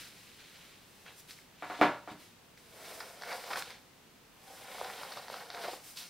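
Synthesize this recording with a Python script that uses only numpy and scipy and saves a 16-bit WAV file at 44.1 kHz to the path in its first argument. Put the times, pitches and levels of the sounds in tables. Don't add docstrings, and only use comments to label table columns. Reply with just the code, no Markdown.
import sys
import numpy as np
from scipy import signal
from scipy.fft import rfft, irfft
from scipy.io import wavfile

SR = 44100
rng = np.random.default_rng(int(sys.argv[2]) if len(sys.argv) > 2 else 0)


def materialize(psi):
    bounded = np.clip(np.atleast_2d(psi).T, -1, 1)
    quanta = np.round(bounded * 32767).astype(np.int16)
    wavfile.write(sys.argv[1], SR, quanta)


N = 268701
TIME = np.arange(N) / SR


def from_db(db):
    return 10 ** (np.asarray(db) / 20)


def rms_one(x):
    return x / np.sqrt(np.mean(x ** 2) + 1e-20)


def at_bins(points, size):
    hz, value = np.transpose(points)
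    return np.interp(np.log(np.fft.rfftfreq(size, 1 / SR) + 1), np.log(hz), value)


def cut(x, hz, kind, order=2):
    sections = signal.butter(order, np.clip(hz, 15, SR / 2 - 500), kind, fs=SR, output="sos")
    return signal.sosfilt(sections, x + 1e-18)


def stereo(pair, spectrum, coherence):
    size = pair.shape[1]
    alike = np.clip(at_bins(coherence, size), 0, 1)
    mid, side = rfft(pair) * np.sqrt([(1 + alike) / 2, (1 - alike) / 2])
    return irfft(np.array([mid + side, mid - side]) * from_db(at_bins(spectrum, size)), size)


def flutter(per_s, depth_db):
    knots = rng.standard_normal(N // 40)
    return from_db(depth_db * np.interp(TIME * per_s, np.arange(len(knots)), knots))


def slips(per_s, spread_db):
    sizes = from_db(spread_db * np.minimum(rng.exponential(1, N), 4)) * rng.choice([-1, 1], N)
    return rms_one(sizes * (rng.random(N) < per_s / SR))


def ring(x, hz, t60_s):
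    r, w = from_db(-60 / (t60_s * SR)), 2 * np.pi * hz / SR
    return signal.lfilter([0, np.sin(w)], [1, -2 * r * np.cos(w), r * r], x + 1e-18)


def resonate(x, peaks):
    return sum((-1) ** k * from_db(db) * signal.lfilter(*signal.iirpeak(hz, hz / width, SR), x + 1e-18)
               for k, (hz, width, db) in enumerate(peaks))


def swell(s, rise_s, fall_s, rise_power=2.1, fall_power=1.85):
    out = np.zeros(N)
    rising = (TIME > s - 6 * rise_s) & (TIME < s)
    falling = (TIME >= s) & (TIME < s + 6 * fall_s)
    out[rising] = np.exp(-((s - TIME[rising]) / rise_s) ** rise_power)
    out[falling] = np.exp(-((TIME[falling] - s) / fall_s) ** fall_power)
    return out


def movements(rows):
    rows = np.array(rows)
    shapes = np.array([swell(*timing) for timing in rows[:, :3]])
    return np.sqrt(from_db(rows[:, 3:].T) ** 2 @ shapes ** 2)


# frequency_hz, gain_db
ROOM_SPECTRUM = [(12, -30), (20, -14), (44, -13.5), (175, -5), (342, -9), (534, -10.5), (581, -13.5),
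                 (881, -12.5), (1070, -14), (1300, -14.5), (1720, -15.5), (2400, -16), (2760, -16),
                 (11700, -26.5), (15500, -25.5)]
# frequency_hz, coherence
DIFFUSE_COHERENCE = [(50, 0.86), (130, 0.89), (300, 0.53), (1400, 0.48), (3000, 0.54), (7000, 0.12),
                     (15000, 0.2)]

def room_tone(level_db=-59.5):
    noise = rng.standard_normal((2, N))
    return from_db(level_db) * rms_one(stereo(noise, ROOM_SPECTRUM, DIFFUSE_COHERENCE))


# frequency_hz, gain_db
WALL_SPECTRUM = [(80, -3), (300, 1.5), (550, -1.5), (900, 4), (1400, 2), (2300, 0.5), (4000, 2), (7000, 6),
                 (15000, -3)]

def room(x, coherence, wet_db, first_echo_s=0.00088, build_s=0.0042, t60_s=0.32):
    t = np.maximum(TIME[:SR // 2] - first_echo_s, 0)
    envelope = (1 - np.exp(-t / build_s)) * from_db(-60 * t / t60_s)
    reflections = stereo(rng.standard_normal((2, len(t))), WALL_SPECTRUM, coherence)
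    echo = reflections * envelope / np.linalg.norm(envelope)
    return x + from_db(wet_db) * signal.fftconvolve(np.atleast_2d(x), echo, axes=1)[:, :N]


# start_s,
# strength_db, low_hz, high_hz
CONTACTS = [(1.6233, -16.5, 1060, 2470), (1.699, -16.5, 800, 2010), (1.7045, -26, 910, 2040),
            (1.7408, -22, 1600, 3000), (1.789, -24.5, 200, 910), (1.796, -20.5, 300, 910),
            (1.813, 0, 120, 3930), (2.0749, -22, 545, 1900), (2.1151, -15, 70.6, 190)]
# pitch_hz, width_hz, gain_db
THUD_RESONANCES = [(168, 120, -8), (301, 65, 0.5), (460, 220, -0.5), (670, 170, 4.5), (906, 380, 0),
                   (1370, 600, -2.5), (2190, 430, -5.5), (3480, 1800, -17.5)]
# pitch_hz, gain_db, t60_s
FURNITURE_MODES = [(120, -43.5, 0.72), (186.5, -38, 0.48), (299.7, -17, 0.2), (399, -31, 0.32),
                   (470, -22.5, 0.14), (586, -31.5, 0.49), (617, -31, 0.3), (736, -13.5, 0.062),
                   (944, -31, 0.5), (972, -26, 0.28), (1215, -27, 0.082), (1453, -40, 0.28),
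                   (1426, -32, 0.41), (1362, -27, 0.39), (1700, -27, 0.34), (2290, -26, 0.18),
                   (2694, -39.5, 0.43)]
# frequency_hz, coherence
FAR_COHERENCE = [(100, 1), (800, 0.98), (1700, 0.96), (2600, 0.89), (4000, 0.95), (7000, 0.21),
                 (15000, .12)]

def knocks(thud_db=16.5, ring_db=-4, crack_db=-24.0, crack_hz=7000):
    force, clicks = np.zeros(N), np.zeros(N)
    for s, db, low_hz, high_hz in CONTACTS:
        click = from_db(db) * signal.unit_impulse(N, round(s * SR))
        force += cut(cut(click, low_hz, "high", order=1), high_hz, "low")
        clicks += click
    thud = room(from_db(thud_db) * resonate(force, THUD_RESONANCES), FAR_COHERENCE, wet_db=6.0)
    crack = room(from_db(crack_db) * cut(clicks, crack_hz, "high"), FAR_COHERENCE, wet_db=6.5)
    ringing = sum((-1) ** k * from_db(db) * ring(force, hz, t60_s)
                  for k, (hz, db, t60_s) in enumerate(FURNITURE_MODES))
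    return thud + crack + from_db(ring_db) * ringing


# frequency_hz, gain_db
SLEEVE_SPECTRUM = [(300, -7), (900, -10), (1600, -2), (2300, 0.5), (3000, -0.5), (4100, 0), (5200, -8),
                   (6500, -10.5), (9000, -14.5), (15500, -29)]

def sleeve_swish():
    fibres = np.array([slips(per_s=12000, spread_db=1.5), rng.standard_normal(N)])
    return rms_one(stereo(fibres, SLEEVE_SPECTRUM, FAR_COHERENCE) * flutter(per_s=170, depth_db=1.34))


# frequency_hz, gain_db
HAIR_SPECTRUM = [(2000, -49), (5000, 2), (7000, -3), (9000, 1), (11500, -3), (13500, -1.5), (15500, -6)]
# frequency_hz, coherence
NEAR_COHERENCE = [(100, 0.2), (700, 0.94), (1600, 1), (3200, .993), (5000, 0.95), (7000, 0.38),
                  (10000, 0.3), (15000, 0.36)]

def hair_hiss():
    noise = rng.standard_normal((2, N))
    return rms_one(stereo(noise, HAIR_SPECTRUM, NEAR_COHERENCE) * flutter(per_s=91, depth_db=1.0))


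# fastest_s, rise_s, fall_s, sleeve_db, hair_db
ARM_MOVEMENTS = [(0.0, .05, 0.086, -50, -54), (.2, 0.31, 0.21, -60, -62), (.40, 0.014, 0.068, -57, -74),
                 (.61, 0.3, 0.21, -58.5, -65), (1.1, 0.29, 0.27, -66, -65), (1.195, 0.032, 0.022, -64, -56),
                 (1.307, 0.027, 0.033, -55, -53.5), (1.385, 0.059, .06, -63, -64),
                 (1.76, 0.15, 0.19, -53, -65), (2.11, 0.044, 0.037, -56, -78),
                 (2.21, 0.027, 0.088, -60, -61.5), (2.585, .012, 0.23, -67, -65.5),
                 (3.585, 0.021, 0.035, -46, -45.5), (3.7, 0.097, 0.071, -52.5, -72),
                 (5.73, 0.072, 0.063, -54, -53.5), (5.895, 0.075, 0.061, -59.5, -52)]

def sliding(stroke_hiss, stroke_sleeve_db=-8):
    sleeve, hair = movements(ARM_MOVEMENTS)
    swish = np.hypot(sleeve, from_db(stroke_sleeve_db) * stroke_hiss) * sleeve_swish()
    return swish + np.hypot(hair, stroke_hiss) * hair_hiss()


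# start_s, strength_db, pitch_hz,
# tick_re_body_db, decay_s
STRAND_SNAGS = [(1.061, -43.5, 2260, -22, 0.039), (1.308, -33, 3150, -17, 0.0056),
                (1.388, -39.5, 1960, -19, 0.0046), (2.101, -42, 2800, -17, .003),
                (2.575, -41.5, 2200, -8.5, 0.0035), (3.003, -27, 1270, -5.5, 0.0078),
                (3.221, -30, 1460, -2, .0022), (3.235, -30, 1013, -9, 0.0013),
                (3.293, -31, 1400, -8, 0.0028), (3.325, -33, 890, -15, .005),
                (3.328, -30, 1700, -1.5, 0.0026), (3.439, -34, 1510, -6, 0.011),
                (3.505, -28, 1050, -9, .016), (3.532, -22.5, 1590, -7.5, 0.0053),
                (3.558, -23, 1610, -10, .0047), (3.572, -29.5, 1090, -2, 0.0034),
                (3.623, -21.5, 2190, -26, .001), (3.704, -30, 2270, -8, 0.0035),
                (4.782, -35, 991, -13, 0.0027), (4.813, -22.5, 590, -16, 0.0011),
                (4.845, -29.5, 1700, -3, 0.002), (4.899, -31, 1300, -17, 0.0045),
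                (5.033, -28, 1192, -5, 0.0016), (5.121, -36.5, 1290, 1, .003),
                (5.172, -30.5, 780, -7, 0.0052), (5.282, -32, 1090, -3, 0.0025), (5.3, -26, 696, -11, .002),
                (5.341, -29, 1110, -7, .004), (5.502, -34, 1280, 5, 0.0017),
                (5.547, -30.5, 1580, -2.5, 0.0023), (5.684, -24.5, 546, -14, 0.0028),
                (5.733, -30.5, 550, -11, 0.0053), (5.972, -30.5, 3380, -12, 0.015)]

def snags(level_db=-3.0, tick_hz=(3400, 5100), band_ratio=1.51, notch_hz=2950, notch_q=3.4):
    out, t = np.zeros(N), TIME[:SR // 6]
    for s, db, hz, tick_db, decay_s in STRAND_SNAGS:
        burst = rng.standard_normal(len(t)) * np.exp(-t / decay_s)
        body = cut(burst, [hz / band_ratio, hz * band_ratio], "band")
        tick = cut(burst, tick_hz, "band", order=3)
        snap = body / abs(body).max() + from_db(tick_db) * tick / abs(tick).max()
        at = round(s * SR)
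        out[at:at + len(t)] += from_db(db + level_db) * snap[:N - at]
    return signal.lfilter(*signal.iirnotch(notch_hz, notch_q, SR), out)


# centre_s, half_length_s, extra_crunch_db, extra_drumming_db
HAIR_TANGLES = [(3.239, 0.041, 12.5, 8), (3.29, 0.024, 12, 6.5), (3.332, 0.028, 12, 13),
                (3.523, 0.029, 11.5, 9), (3.574, .02, 14.5, 11), (3.613, 0.015, 11, 6),
                (3.712, 0.013, 9.5, 7), (4.828, 0.062, 1, 3.5), (5.028, 0.024, 5, 4.5),
                (5.124, 0.018, 5.5, 6.5), (5.18, 0.021, 4, 6.5), (5.329, 0.028, 1, 7.5),
                (5.42, .015, 5.5, 4), (5.648, 0.017, 5, 3), (5.685, 0.014, 1.5, 6), (5.739, 0.008, 1, 8)]

def tangle_drag():
    shapes = np.array([swell(s, half_s, half_s) for s, half_s, *_ in HAIR_TANGLES])
    return from_db(np.array(HAIR_TANGLES)[:, 2:].T @ shapes)


# fastest_s, rise_s, fall_s, rasp_db, pad_db, hiss_db, pad_pitch_ratio, rasp_pitch_ratio
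HAIR_STROKES = [(1.067, 0.01, 0.057, -56.5, -59.5, -72, 0.98, .75),
                (2.91, 0.16, 0.28, -57.5, -52.5, -53, .87, 0.94),
                (3.44, 0.18, 0.24, -55, -51.5, -53.5, 0.99, 1.05),
                (4.57, .15, 0.13, -61, -58, -57, 1.05, .86),
                (4.81, 0.18, 0.59, -52.5, -50.5, -53.5, 0.99, .9),
                (5.36, 0.077, 0.096, -55, -53.5, -58, 1.0, 1.05),
                (5.645, 0.13, 0.098, -50.5, -45, -54.5, 0.95, 1.08),
                (5.986, 0.026, 0.091, -49.5, -66.5, -49, 0.97, 1.06)]

def stroke_gains(rasp_share=0.62, hiss_share=0.41):
    rasp, pad, hiss = movements([row[:-2] for row in HAIR_STROKES])
    crunch_drag, pad_drag = tangle_drag()
    crunch = np.sqrt(pad * rasp) * crunch_drag
    return pad * pad_drag, crunch, rasp * crunch_drag ** rasp_share, hiss * crunch_drag ** hiss_share


def pressed(x, pitch_ratios):
    rate = np.interp(TIME, [row[0] for row in HAIR_STROKES], pitch_ratios)
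    return np.interp(np.cumsum(rate) % N, np.arange(N), x)


# pitch_hz, width_hz, gain_db
PAD_RESONANCES = [(490, 110, -2.5), (619, 65, -3), (735, 44, 2), (861, 40, -4), (963, 46, -6.5)]
STRAND_RESONANCES = [(1030, 160, -1.5), (1251, 71, -1.5), (1440, 174, -0.5), (1840, 127, -1),
                     (2170, 260, -2.5)]
RASP_RESONANCES = [(2680, 1400, -3), (4020, 570, 0.5), (4340, 260, 2.5), (5250, 1430, -6.5)]

def brushing(pad_gain, crunch_gain, rasp_gain, crunch_db=-1, rub_db=-19):
    grip = flutter(per_s=110, depth_db=2.5)
    pad = resonate(grip * slips(per_s=3200, spread_db=4.0), PAD_RESONANCES)
    strands = resonate(grip * slips(per_s=4900, spread_db=3.0), STRAND_RESONANCES)
    scrape = resonate(grip * slips(per_s=9800, spread_db=4.5), RASP_RESONANCES)
    rub = from_db(rub_db) * rms_one(cut(grip * slips(per_s=1000, spread_db=0.5), [170, 380], "band"))
    *_, pad_ratios, rasp_ratios = np.transpose(HAIR_STROKES)
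    drumming = pressed(rms_one(cut(pad, 400, "high", order=4)), pad_ratios)
    crunch = from_db(crunch_db) * rms_one(cut(strands, [700, 2500], "band"))
    rasp = pressed(rms_one(cut(scrape, [1800, 6300], "band")), rasp_ratios)
    return pad_gain * (drumming + rub) + crunch_gain * crunch + rasp_gain * rasp


def scene():
    tone = room_tone()
    pad, crunch, rasp, hiss = stroke_gains()
    close = brushing(pad, crunch, rasp) + sliding(hiss) + snags()
    return room(close, NEAR_COHERENCE, wet_db=-10.5) + knocks() + tone


def record(dry, cutoff_hz=15750):
    return signal.sosfilt(signal.ellip(12, .1, 70, cutoff_hz, fs=SR, output="sos"), dry)


dry = scene()
out = record(dry)
materialize(out)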